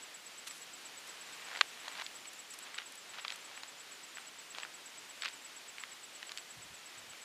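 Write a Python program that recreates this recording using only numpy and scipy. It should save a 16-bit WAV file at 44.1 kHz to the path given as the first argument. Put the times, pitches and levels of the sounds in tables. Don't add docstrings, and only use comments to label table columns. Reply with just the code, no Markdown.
import sys
import numpy as np
from scipy import signal
from scipy.fft import rfft, irfft, next_fast_len
from scipy.io import wavfile
from scipy.ndimage import uniform_filter1d, map_coordinates

SR = 44100
rng = np.random.default_rng(int(sys.argv[2]) if len(sys.argv) > 2 else 0)


def persist_wave(psi):
    counts = np.round(np.clip(psi, -1, 1) * 32767).astype(np.int16)
    wavfile.write(sys.argv[1], SR, np.atleast_2d(counts).T)


N = 319284
TIME = np.arange(N) / SR

# fastest moment [t/s], level there before the slide trim [level/dB],
# rise [t/s], fall [t/s], bass corner of the rustle [f/Hz]
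SLIDE_STROKES = [(1.58, -45, .16, 0.029, 600), (2.005, -46, .15, .024, 600), (2.69, -52, .11, .05, 500),
                 (2.787, -44.5, 0.021, 0.026, 1100), (3.141, -45.5, .008, .014, 900),
                 (3.185, -43, .012, .02, 900), (3.252, -43, 0.0058, .01, 899),
                 (3.31, -46.5, 0.025, 0.044, 1300), (3.59, -56.5, .2, 0.056, 900),
                 (4.602, -48.5, .04, 0.045, 798), (5.225, -41, .005, .018, 1300),
                 (5.262, -39.5, .012, 0.019, 1400), (5.798, -50.5, 0.019, 0.044, 1100),
                 (6.307, -49, 0.0095, 0.013, 800)]


def amp(db):
    return 10 ** (np.asarray(db) / 20)


def unit(x):
    return x / np.sqrt(np.mean(x ** 2) + 1e-20)


def gain(points, hz):
    f, db = np.transpose(points)
    return amp(np.interp(np.log(hz + 1), np.log(f + 1), db))


def curves(rows, t=TIME):
    s, *cols = np.transpose(rows)
    return [np.interp(t, s, c) for c in cols]


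def wobble(knots_per_s):
    knots = rng.standard_normal(int(N * knots_per_s / SR) + 4)
    return map_coordinates(knots, [TIME * knots_per_s])


def bell(t, half_s):
    return np.exp(-.5 * (t / half_s) ** 2)


def filtered(x, response):
    m = next_fast_len(N + SR // 2)
    return irfft(rfft(x, m) * response(np.fft.rfftfreq(m, 1 / SR)), m)[..., :N]


def noise(spectrum):
    return unit(filtered(rng.standard_normal(N), lambda hz: gain(spectrum, hz)))


def resonance(hz, centre_hz, q):
    ratio = (hz + 1) / centre_hz
    return 1 / np.hypot(1, q * (ratio - 1 / ratio))


def add(track, s, sound):
    start = max(round(s * SR), 0)
    part = track[start:start + len(sound)]
    part += sound[:len(part)]


def at_level(sound, db):
    return sound / np.linalg.norm(sound) * amp(db) * np.sqrt(.004 * SR)


def pop(colour, low_hz, high_hz, size=1024):
    hz = np.fft.rfftfreq(size, 1 / SR) + 1
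    band = 1 / np.sqrt((1 + (low_hz / hz) ** 6) * (1 + (hz / high_hz) ** 6))
    cepstrum = irfft(np.log(gain(colour, hz) * band + 1e-4))
    cepstrum[1:size // 2] *= 2
    cepstrum[size // 2 + 1:] = 0
    return irfft(np.exp(rfft(cepstrum)))


def effort(t, rise_s, fall_s):
    return np.exp(np.minimum(t / rise_s, -t / fall_s))


def small_buckles(count=40, rate_per_s=60, over_stroke_db=2, scatter_db=2.5, pitch_spread=.25):
    low_hz, high_hz = 1090, 3800
    rows = []
    for peak_s, db, rise_s, fall_s, _ in SLIDE_STROKES:
        t = np.cumsum(rng.exponential(size=count)) / rate_per_s - 2 * rise_s
        strength, pitch = rng.standard_normal((2, count))
        level = amp(db + over_stroke_db + scatter_db * strength) * effort(t, rise_s, fall_s)
        scale = np.exp(pitch_spread * pitch)
        for s, g, k in zip(t, level, scale):
            if s < 2 * fall_s:
                rows.append((peak_s + s, 20 * np.log10(g), low_hz * k, high_hz * k))
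    return rows


def snaps(crumple_s=.0009, spiky_db=4, crumple_share=.63):
    # t/s, level over 4 ms/dB, lowest f/Hz, highest f/Hz
    clear_buckles = [(.510, -44.5, 967, 9000), (1.486, -46, 740, 7200), (1.515, -43.5, 740, 3300),
                     (1.5605, -42, 1110, 3000), (1.5726, -39.5, 500, 6400), (1.8784, -42, 600, 1390),
                     (1.882, -38.5, 567, 6400), (1.999, -41, 500, 5800), (2.014, -39, 1260, 4100),
                     (2.02, -40, 500, 5800), (2.0646, -38.5, 2400, 5000), (2.2562, -46.5, 2400, 3300),
                     (2.744, -43, 1100, 3300), (2.781, -41, 1400, 3600), (2.7852, -34.5, 1710, 3580),
                     (2.8188, -45.5, 1600, 2400), (3.249, -36, 1300, 3700), (3.281, -35.5, 2800, 3910),
                     (3.3035, -36.5, 2100, 4600), (3.3216, -44, 1600, 8100), (3.576, -43.5, 970, 2400),
                     (3.6342, -40.5, 648, 5200), (4.1715, -42.4, 735, 2700), (4.1833, -42, 1600, 2100),
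                     (4.549, -42.5, 850, 3300), (4.5845, -38.5, 570, 5200), (4.633, -38.5, 1410, 2990),
                     (4.65, -42, 740, 2400), (5.2214, -35, 1500, 4370), (5.2344, -37, 1104, 3300),
                     (5.2468, -40.5, 2320, 7250), (5.2509, -38, 1500, 6000), (5.2579, -34, 1414, 4600),
                     (5.2802, -40.5, 1400, 3000), (5.2863, -42, 2900, 4970), (5.7825, -41.5, 1600, 3300),
                     (5.8369, -38, 1400, 2700), (6.2287, -40, 1050, 3180), (6.2933, -43, 1600, 5200),
                     (6.3187, -40.5, 1110, 9000), (6.3747, -38, 3000, 8000), (6.3834, -43, 1300, 5800),
                     (7.1336, -48, 1700, 2400)]
    # f/Hz, level/dB
    sheet_colour = [(100, -22), (400, -5.5), (1100, 1), (4400, 0), (5600, -5), (8000, -7), (14000, -16)]
    out, t = np.zeros(N), np.arange(SR // 25) / SR
    for s, db, low_hz, high_hz in list(clear_buckles) + small_buckles():
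        sign, size = rng.standard_normal((2, len(t)))
        force = sign * amp(spiky_db * size) * t * np.exp(-t / crumple_s)
        force *= np.sqrt(crumple_share) / np.linalg.norm(force)
        force[round(crumple_s * SR / 2)] += np.sqrt(1 - crumple_share)
        sound = signal.fftconvolve(force, pop(sheet_colour, low_hz, high_hz))
        add(out, s - crumple_s / 2, at_level(sound, db))
    return out


def flick(flutter_db=-14, flutter_t60_s=.012):
    # t/s, level over 4 ms/dB, lowest f/Hz, highest f/Hz
    hard_pops = [(1.6111, -19.5, 714, 11000), (1.6136, -20.5, 410, 8500)]
    # f/Hz, level/dB
    taut_colour = [(200, -11.5), (750, -8.5), (1150, 3.5), (2000, 2), (4300, 1), (5400, -16.5),
                   (7200, -13.5), (9000, -26), (13000, -34)]
    out, t = np.zeros(N), np.arange(SR // 25) / SR
    for s, db, low_hz, high_hz in hard_pops:
        force = rng.standard_normal(len(t)) * amp(-60 * t / flutter_t60_s)
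        force *= amp(flutter_db) / np.linalg.norm(force)
        force[0] = 1
        sound = signal.fftconvolve(force, pop(taut_colour, low_hz, high_hz))
        add(out, s, at_level(sound, db))
    return out


def slides(grains_per_s=1800, grain_db=3.5, cycles=2.4, spread=.53, mid_hz=2200, soft_hz=5600,
           trim_db=-2.5, size=128):
    out, t = np.zeros(N), np.arange(size) / SR
    lead_s, length_s = .6, .8
    n = round(length_s * SR)
    f = np.fft.rfftfreq(n, 1 / SR)
    for peak_s, db, rise_s, fall_s, low_hz in SLIDE_STROKES:
        begin_s = peak_s - lead_s
        when, strength, turn = rng.random((int(grains_per_s * length_s), 3)).T[..., None]
        hz = np.minimum(mid_hz * np.exp(spread * rng.standard_normal(when.shape)), SR / 4)
        weight = amp(grain_db * np.minimum(-np.log(1 - strength), 4)) * np.sign(turn - .5)
        ring = np.exp(-np.pi * hz * t / cycles) * np.sin(2 * np.pi * hz * t)
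        grains = weight * np.sqrt(hz) * ring
        places = (when * n).astype(int) + np.arange(size)
        rustle = np.bincount(places.ravel(), grains.ravel(), n)[:n]
        bass_cut = f ** 2 / np.hypot(f ** 2, low_hz ** 2)
        treble_cut = 1 / (1 + (f / soft_hz) ** 6)
        rustle = unit(irfft(rfft(rustle) * bass_cut * treble_cut, n))
        add(out, begin_s, amp(db + trim_db) * rustle * effort(begin_s + TIME[:n] - peak_s, rise_s, fall_s))
    return out


def swishes(q=.61, grain_db=2, size=4096):
    # t/s, peak rms level/dB, half width t/s, centre f/Hz
    edge_brushes = [(.476, -43, 0.0058, 2880), (0.482, -50, 0.0057, 9000), (.515, -56, 0.013, 5500),
                    (0.567, -56.5, 0.026, 6400), (1.077, -52.5, 0.004, 7000), (2.334, -51.5, 0.0028, 9500),
                    (2.506, -52, 0.0045, 7500), (2.54, -47.5, 0.0044, 6860), (2.59, -44.5, 0.0017, 8400),
                    (2.923, -49, 0.0014, 10000), (2.956, -50, .002, 10000), (3.361, -48, 0.0016, 9000)]
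    out, t = np.zeros(N), (np.arange(size) - size // 2) / SR
    hz = np.fft.rfftfreq(size, 1 / SR)
    for s, db, half_s, centre_hz in edge_brushes:
        sign, strength = rng.standard_normal((2, size))
        colour = resonance(hz, centre_hz, q) * gain([(11000, 4), (15000, -15)], hz)
        grains = irfft(rfft(sign * amp(grain_db * strength)) * colour)
        add(out, s + t[0], amp(db) * unit(grains) * bell(t, half_s))
    return out


def chirp(pitch, rasp_db=2.1, waver_hz=35, size=2048):
    # t from its middle/s, f at pitch 1/Hz, relative level/dB
    stroke = [(-.015, 7700, -33), (-.009, 7740, -5), (-.003, 7800, -3), (.004, 7860, -4.5),
              (.009, 7680, -7), (.013, 7400, -13.5), (.019, 7050, -38)]
    t = (np.arange(size) - size // 2) / SR
    hz, db = curves(stroke, t)
    rasp, waver = (unit(v) for v in uniform_filter1d(rng.standard_normal((2, size)), size=50))
    phase = 2 * np.pi * np.cumsum(pitch * hz + waver_hz * waver) / SR
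    sounding = (t > stroke[0][0]) & (t < stroke[-1][0])
    return np.sqrt(2) * amp(db + rasp_db * rasp) * np.sin(phase) * sounding


def insects(pitch_scatter=.0017, far_scatter_db=3, far_pitch_scatter=.0057, size=2048):
    # t/s, chirp rate/Hz
    near_pace = [(0, 8.46), (1.5, 8.44), (3, 8.54), (4.6, 8.47), (6, 8.54), (7.24, 8.36)]
    # t/s, rms level before the stroke's own contour/dB
    near_level = [(0, -45.8), (1.1, -47), (1.8, -54), (2.28, -45), (3.3, -50), (4.6, -47.5), (5.9, -47),
                  (7.24, -51)]
    # pitch relative to the near one [ratio], period t/s, mean level before the contour/dB
    far_insects = [(.94, .134, -61.5), (.9, .158, -62.5), (1.04, .121, -64.5)]
    first_chirp_s = .034
    out, lead_s = np.zeros(N), size / 2 / SR
    beats = np.cumsum(curves(near_pace)[0]) / SR
    for s in first_chirp_s + np.interp(np.arange(beats[-1]), beats, TIME):
        level = amp(curves(near_level, s)[0])
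        add(out, s - lead_s, level * chirp(1 + pitch_scatter * rng.normal()))
    for pitch, period_s, db in far_insects:
        for s in (np.arange(64) + rng.random()) * period_s:
            level = amp(db + far_scatter_db * rng.normal())
            add(out, s, level * chirp(pitch + far_pitch_scatter * rng.normal()))
    return out


def breeze(rush_db=-53.5, fine_db=-62.5, stir_db=.54):
    # f/Hz, relative level per Hz/dB
    leaf_colour = [(25, -37.5), (130, -12), (290, -4.5), (820, -2.5), (2100, 0), (3000, 0), (4800, -4),
                   (7000, -8.5), (9100, -31), (15000, -87)]
    fine_colour = [(3000, -18), (6000, -3.5), (7500, 2.5), (8700, 1), (11000, -3), (15000, -9.5)]
    puff_colour = [(25, -30), (75, 0), (135, 0), (260, -8), (1500, -80)]
    # t/s, peak rms level/dB, half width t/s
    puff_rows = [(6.59, -61, 0.016), (6.655, -65, 0.013), (6.722, -61.5, .016), (7.008, -69, 0.027),
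                 (7.092, -65, .018)]
    rustle_s, rustle_peak_db, rustle_half_s = 1.44, 2, .56
    rustle_db = rustle_peak_db * bell(TIME - rustle_s, rustle_half_s)
    rush = amp(rush_db + rustle_db + stir_db * wobble(12)) * noise(leaf_colour)
    hiss = amp(fine_db + rustle_db + stir_db * wobble(13)) * noise(fine_colour)
    puffs = sum(amp(db) * bell(TIME - s, half_s) for s, db, half_s in puff_rows)
    return rush + hiss + puffs * noise(puff_colour)


def scene():
    mono = snaps() + flick() + slides() + swishes() + insects() + breeze()
    return np.array([mono, mono])


def record(dry, hiss_db=-75, top_hz=15100):
    # f/Hz, relative level per Hz/dB
    hiss_colour = [(4000, -120), (4800, -17), (15000, 15)]
    hiss = amp(hiss_db) * np.array([noise(hiss_colour), noise(hiss_colour)])
    return filtered(dry + hiss, lambda hz: hz < top_hz)


dry = scene()
out = record(dry)
persist_wave(out)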